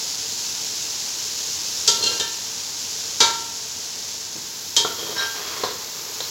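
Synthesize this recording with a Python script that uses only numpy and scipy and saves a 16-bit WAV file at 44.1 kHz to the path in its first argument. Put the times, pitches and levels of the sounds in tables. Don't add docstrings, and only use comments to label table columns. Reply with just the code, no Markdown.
import sys
import numpy as np
from scipy import signal
from scipy.fft import rfft, irfft
from scipy.io import wavfile

SR = 44100
rng = np.random.default_rng(int(sys.argv[2]) if len(sys.argv) > 2 else 0)


def int16_out(signal):
    q = np.round(np.clip(np.atleast_2d(signal).T, -1, 1) * 32767)
    wavfile.write(sys.argv[1], SR, q.astype(np.int16))


N = 277830
TIME = np.arange(N) / SR
SECOND = TIME[:SR]


def amp(db):
    return 10 ** (np.asarray(db) / 20)


def unit(x):
    return x / np.sqrt(np.mean(x ** 2) + 1e-20)


def read(points, hz):
    f, value = np.transpose(points)
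    return np.interp(np.log(hz + 1), np.log(f + 1), value)


def colour(x, spectrum):
    hz = np.fft.rfftfreq(len(x), 1 / SR)
    low_fall = np.minimum(hz / spectrum[0][0], 1) ** 2
    gain = amp(read(spectrum, hz)) * low_fall
    return unit(irfft(rfft(x) * gain, len(x)))


def fade(t, t60):
    return np.exp(-np.log(1000) * t / t60)


def add(mix, s, sound):
    part = mix[round(s * SR):][:len(sound)]
    part += sound[:len(part)]


def crackle(per_s, spread_db):
    size = amp(spread_db * np.minimum(rng.exponential(1, N), 4))
    sign = rng.choice([-1, 1], N)
    happens = rng.random(N) < per_s / SR
    return unit(size * sign * happens)


def wander(per_s):
    knots = rng.standard_normal(N)
    return unit(np.interp(TIME * per_s, np.arange(N), knots))


PLACES = ["rim", "rim flat", "rim edge", "outer wall", "inner wall", "low wall"]
# f/Hz, t60/s, then relative level/dB when touched at each of the PLACES
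MODES = [(926, 0.66, -28, -34, -34, -17, -28, -37), (1355, 0.56, -28, -35, -38, -20, -44, -32),
         (1591, 0.44, -53, -41, -37, -22, -46, -37), (1778, 0.6, -43, -60, -35, -35, -39, -44),
         (2040, 0.35, -50, -54, -62, -32, -55, -47), (2315, 0.38, -54, -60, -40, -23, -41, -57),
         (2692, 0.3, -36, -33, -46, -30, -48, -46), (2809, 0.55, -33, -30, -32, -34, -47, -42),
         (3104, 0.3, -32, -35, -27, -44, -23, -49), (3169, 0.35, -26, -30, -43, -25, -24, -37),
         (3205, 0.3, -45, -30, -41, -22, -19, -50), (3275, 0.3, -29, -40, -37, -27, -17, -32),
         (3375, 0.32, -25, -36, -43, -20, -30, -39), (3630, 0.35, -25, -31, -26, -28, -32, -45),
         (3677, 0.33, -47, -48, -38, -19, -32, -52), (3785, 0.3, -51, -46, -39, -22, -24, -34),
         (3829, 0.3, -37, -47, -33, -16, -27, -36), (4167, 0.33, -25, -28, -32, -18, -35, -32),
         (4220, 0.24, -35, -13, -33, -43, -22, -46), (4539, 0.3, -20, -31, -47, -19, -28, -37),
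         (4717, 0.28, -17, -46, -49, -26, -42, -50), (4753, 0.28, -30, -36, -44, -16, -26, -49),
         (4961, 0.3, -18, -29, -37, -23, -31, -36), (5305, 0.28, -39, -43, -44, -41, -49, -33),
         (5615, 0.3, -20, -43, -44, -38, -30, -47), (5715, 0.3, -35, -41, -34, -40, -46, -32),
         (5980, 0.25, -19, -44, -43, -16, -44, -48), (6083, 0.3, -42, -45, -46, -18, -29, -46),
         (6592, 0.24, -17, -45, -34, -38, -29, -47), (6845, 0.28, -45, -48, -43, -22, -29, -51)]


def ring(place, swell_s, twin_db=-8, twin_life=0.92, beat_hz=21, twin_lag=0.4):
    t, out = SECOND, np.zeros(SR)
    for hz, t60, *levels in MODES:
        start, spread = rng.uniform(-1.0, 1, 2)
        side = np.sign(spread)
        height = hz / MODES[0][0]
        twin_hz = hz + beat_hz * np.sqrt(height) * side * (.5 + abs(spread))
        main = np.sin(2 * np.pi * (hz * t + start)) * fade(t, t60)
        twin = np.sin(2 * np.pi * (twin_hz * t + start - side * twin_lag)) * fade(t, t60 * twin_life)
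        swell = 1 - np.exp(-t * height ** 2 / swell_s)
        out += amp(levels[PLACES.index(place)]) * swell * (main + amp(twin_db) * twin)
    return out


# pot body level/dB, middle level/dB, treble level/dB; clash t60/s
CLINKS = [(1.877, "rim", -1, 0.0071, -28.5, -44, -13, 0.28),
          (2.025, "rim flat", -5, .01, -35, -46, -39, 0.29),
          (2.039, "rim flat", -13, .01, -39, -46, -23, 0.13),
          (2.060, "rim flat", 0, 0.014, -43, -50, -24.5, 0.35),
          (2.198, "rim edge", 0.5, 0.027, -30, -34, -22.5, 0.16),
          (3.204, "outer wall", -1, 0.036, -26, -18, -14.5, 0.34),
          (4.765, "inner wall", 1, 0.012, -29, -32, -15, 0.3),
          (6.204, "inner wall", -23, .003, -31, -28.5, -33, 0.06)]
# f/Hz, relative level per Hz/dB
BODY = [(60, -15), (115, -8), (230, -9.5), (310, -5.5), (370, 4), (460, 5), (560, -2), (700, -11),
        (1500, -44)]
MIDDLE = [(300, -25), (700, -2.5), (950, 6), (1400, 0), (1900, -2.5), (2600, -12), (4000, 2), (7000, -12),
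          (12000, -37)]
TREBLE = [(1500, -15.5), (2800, -12), (3200, 0.5), (4500, 1), (6600, 2), (7700, -3.5), (8800, -19),
          (11000, -16.5), (16000, -33)]


def clinks(crack_db=3, crack_t60=0.034, chatter_db=-0.1):
    t, clear, clash = SECOND, np.zeros(N), np.zeros(N)
    for s, place, ring_db, swell_s, body_db, middle_db, treble_db, t60 in CLINKS:
        body, middle, treble = (colour(rng.standard_normal(SR), shape) for shape in (BODY, MIDDLE, TREBLE))
        cloud = amp(body_db) * body + amp(middle_db) * middle + amp(treble_db) * treble
        chatter = amp(chatter_db * wander(333)[:SR] * (2 - fade(t, crack_t60)))
        crack = amp(treble_db + crack_db) * colour(rng.standard_normal(SR), TREBLE)
        add(clear, s, amp(ring_db) * ring(place, swell_s))
        add(clash, s, cloud * fade(t, t60) * chatter + crack * fade(t, crack_t60))
    return clear, clash


# t/s, level/dB, pitch f/Hz, t60/s, overtone f/Hz,
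# overtone level/dB and tick level/dB (both relative to the blow)
THUDS = [(4.354, -29, 249, 0.027, 696, -9, -14), (4.361, -26, 330, .025, 796, -16, -15),
         (4.381, -44, 140, .06, 400, -66, -25), (4.848, -12, 447, 0.029, 1350, -0.5, -11),
         (5.6355, -9, 490, 0.026, 980, -5, -9.5)]


def thuds(second=1.52, second_db=-6, tick_t60=0.066, contact_s=0.0011):
    t, out = SECOND, np.zeros(N)
    for s, db, hz, t60, overtone_hz, overtone_db, tick_db in THUDS:
        modes = [(hz, 0), (hz * second, second_db), (overtone_hz, overtone_db)]
        knock = sum(amp(level) * np.cos(2 * np.pi * f * t) for f, level in modes)
        tick = amp(tick_db) * colour(rng.standard_normal(SR), MIDDLE) * fade(t, tick_t60)
        onset = 1 - np.exp(-t / contact_s)
        add(out, s, amp(db) * onset * (tick - knock * fade(t, t60)))
    return out


def pressure(start, length, grip_s=0.033, press_db_per_s=1.5, release_t60=0.38):
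    t = TIME - start
    hold = amp(press_db_per_s * (np.minimum(t, length) - length / 2))
    return np.clip(t / grip_s, 0, 1) * hold * fade(np.maximum(t - length, 0), release_t60)


# f/Hz, relative level per Hz/dB
SCRATCH = [(300, -32), (700, -8), (1020, 1.5), (1350, -2.5), (1900, -6), (2600, -6.5), (3200, -7),
           (4000, -3), (5500, -6.5), (8000, -26)]
# body drag level/dB, scratch level/dB, ringing level/dB
STROKES = [(1.97, 0.16, "rim flat", -40.5, -43, -35), (4.958, 0.18, "inner wall", -40.5, -39.5, -37),
           (5.152, 0.076, "low wall", -47, -31.5, -29), (5.333, 0.34, "low wall", -45.5, -36, -42),
           (5.764, 0.51, "low wall", -51.5, -44.5, -62)]


def slide(slips_per_s=900, spread_db=0.5, swell_s=0.0015, pressed_t60=0.18, uneven_db=1.5, catches_per_s=25):
    slips, out = crackle(slips_per_s, spread_db), np.zeros(N)
    drag = colour(slips, BODY) * amp(uneven_db * wander(catches_per_s))
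    scratch = colour(slips, SCRATCH)
    for s, length, place, drag_db, scratch_db, ring_db in STROKES:
        force = pressure(s, length)
        wall = ring(place, swell_s) * fade(SECOND, pressed_t60)
        sung = signal.fftconvolve(slips * force, wall / np.linalg.norm(wall))[:N]
        out += force * (amp(drag_db) * drag + amp(scratch_db) * scratch)
        out += amp(ring_db) * sung
    return out


# t/s of the strongest force, half length/s, f/Hz, t60/s,
# level/dB, rms pitch jitter of the force as a share of f
SQUEALS = [(2.005, .025, 1355, .4, -37, .005), (2.11, .03, 1591, .4, -43, .005),
           (5.183, .013, 5305, .04, -22, .02), (5.193, .033, 1591, .48, -23.5, .004),
           (5.2, .025, 5715, .2, -29, .008), (5.205, .025, 3850, .02, -23, .06),
           (6.206, .002, 3950, .01, -16.5, .09), (6.238, .03, 4150, .006, -23, .12)]


def squeals(rough=0.75, slips_per_s=2000):
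    out = np.zeros(N)
    for s, half, hz, t60, db, jitter in SQUEALS:
        grip = np.exp(-((TIME - s) / half) ** 2) * (1 + rough * wander(300))
        phase = 2 * np.pi * np.cumsum(hz * jitter * wander(slips_per_s)) / SR
        swing = signal.fftconvolve(grip * np.exp(1j * phase), fade(SECOND, t60))[:N]
        swing /= abs(swing).max()
        out += amp(db) * (swing * np.exp(2j * np.pi * hz * TIME)).real
    return out


# t/s, relative level/dB
HEAT = [(0.0, -28), (1.42, -28), (2.02, -27), (2.39, -30), (3.28, -29), (3.49, -31.5), (4.12, -31),
        (4.32, -33), (4.56, -33), (5.0, -32), (5.95, -33.5), (6.3, -31.5)]


def heat():
    return amp(np.interp(TIME, *np.transpose(HEAT)))


# f/Hz, relative level per Hz/dB
SIZZLE = [(600, -24.5), (2000, -22.5), (2600, -11.5), (3300, -8.5), (4300, -3.5), (5300, 0), (6800, -.5),
          (7500, -6), (8200, -16.5), (9000, -24), (10500, -16.5), (13000, -24.5)]
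FIZZ = [(5000, -34), (8800, -25), (10500, -1.5), (13000, 8), (16000, 4)]


def frying(bursts_per_s=3500, spread_db=2.0, flutter_db=0.17, hiss_db=-2, sizzle_db=0.5,
           fizz_db=-22, bright_at_s=4.3, brighten_s=0.19, brighter_db=12):
    bright = 1 - np.exp(-np.maximum(TIME - bright_at_s, 0) / brighten_s)
    bursts = crackle(bursts_per_s, spread_db) + amp(hiss_db) * rng.standard_normal(N)
    bursts *= amp(flutter_db * wander(40))
    spray = bursts + 2 * rng.standard_normal(N)
    sizzle = amp(sizzle_db) * colour(bursts, SIZZLE)
    fizz = amp(fizz_db + brighter_db * bright) * colour(spray, FIZZ)
    return heat() * (sizzle + fizz)


# f/Hz, half-width at half amplitude/Hz, level/dB
HOLLOW = [(446, 19, -55.5), (926, 36, -57), (1572, 20, -60)]


def hollow():
    f, out = np.fft.rfftfreq(N, 1 / SR), np.zeros(N)
    for hz, width, db in HOLLOW:
        response = 1 / (1 + ((f - hz) / width) ** 2)
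        out += amp(db) * unit(irfft(rfft(rng.standard_normal(N)) * response, N))
    return out


# f/Hz, relative level per Hz/dB
KITCHEN = [(25, -32), (45, -13), (62, -9.5), (95, 2.5), (125, -2.5), (250, -2.5), (340, -2.5), (450, -3),
           (600, -6), (900, -3), (1150, -6), (2200, -6), (5000, -19.5)]


def background(level_db=-43, follow=0.55):
    return amp(level_db) * unit(heat() ** follow) * colour(rng.standard_normal(N), KITCHEN)


# f/Hz, t60/s
ROOM = [(150, 0.99), (700, 0.29), (3000, 0.76), (8000, 0.22), (16000, 0.18)]


def room(x):
    taps = rng.choice([-1., 1.], SR) * (rng.random(SR) < 1 / 10)
    taps[:SR // 200] = 0
    hz, t, z = signal.stft(taps, SR, nperseg=256)
    tail = signal.istft(z * fade(t, read(ROOM, hz)[:, None]), SR, nperseg=256)[1]
    return signal.fftconvolve(x, tail / np.linalg.norm(tail))[:N]


def scene():
    (clear, clash), dull, scraping = clinks(), thuds(), slide()
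    ringing = clear + squeals()
    wet = room(amp(-17) * ringing + amp(-10) * clash + amp(-3.5) * dull + amp(-7.0) * scraping)
    mono = ringing + clash + dull + scraping + wet + frying() + hollow() + background()
    return np.array([mono, mono])


EDGE_HZ = 16050


def record(dry, low_cut_hz=48):
    thin = signal.sosfilt(signal.butter(4, low_cut_hz, "high", fs=SR, output="sos"), dry)
    rounded = thin / (1 + thin ** 6) ** (1 / 6)
    low_pass = signal.firwin(511, EDGE_HZ, window=("kaiser", 9), fs=SR)
    return signal.oaconvolve(rounded, low_pass[None], "same")


dry = scene()
out = record(dry)
int16_out(out)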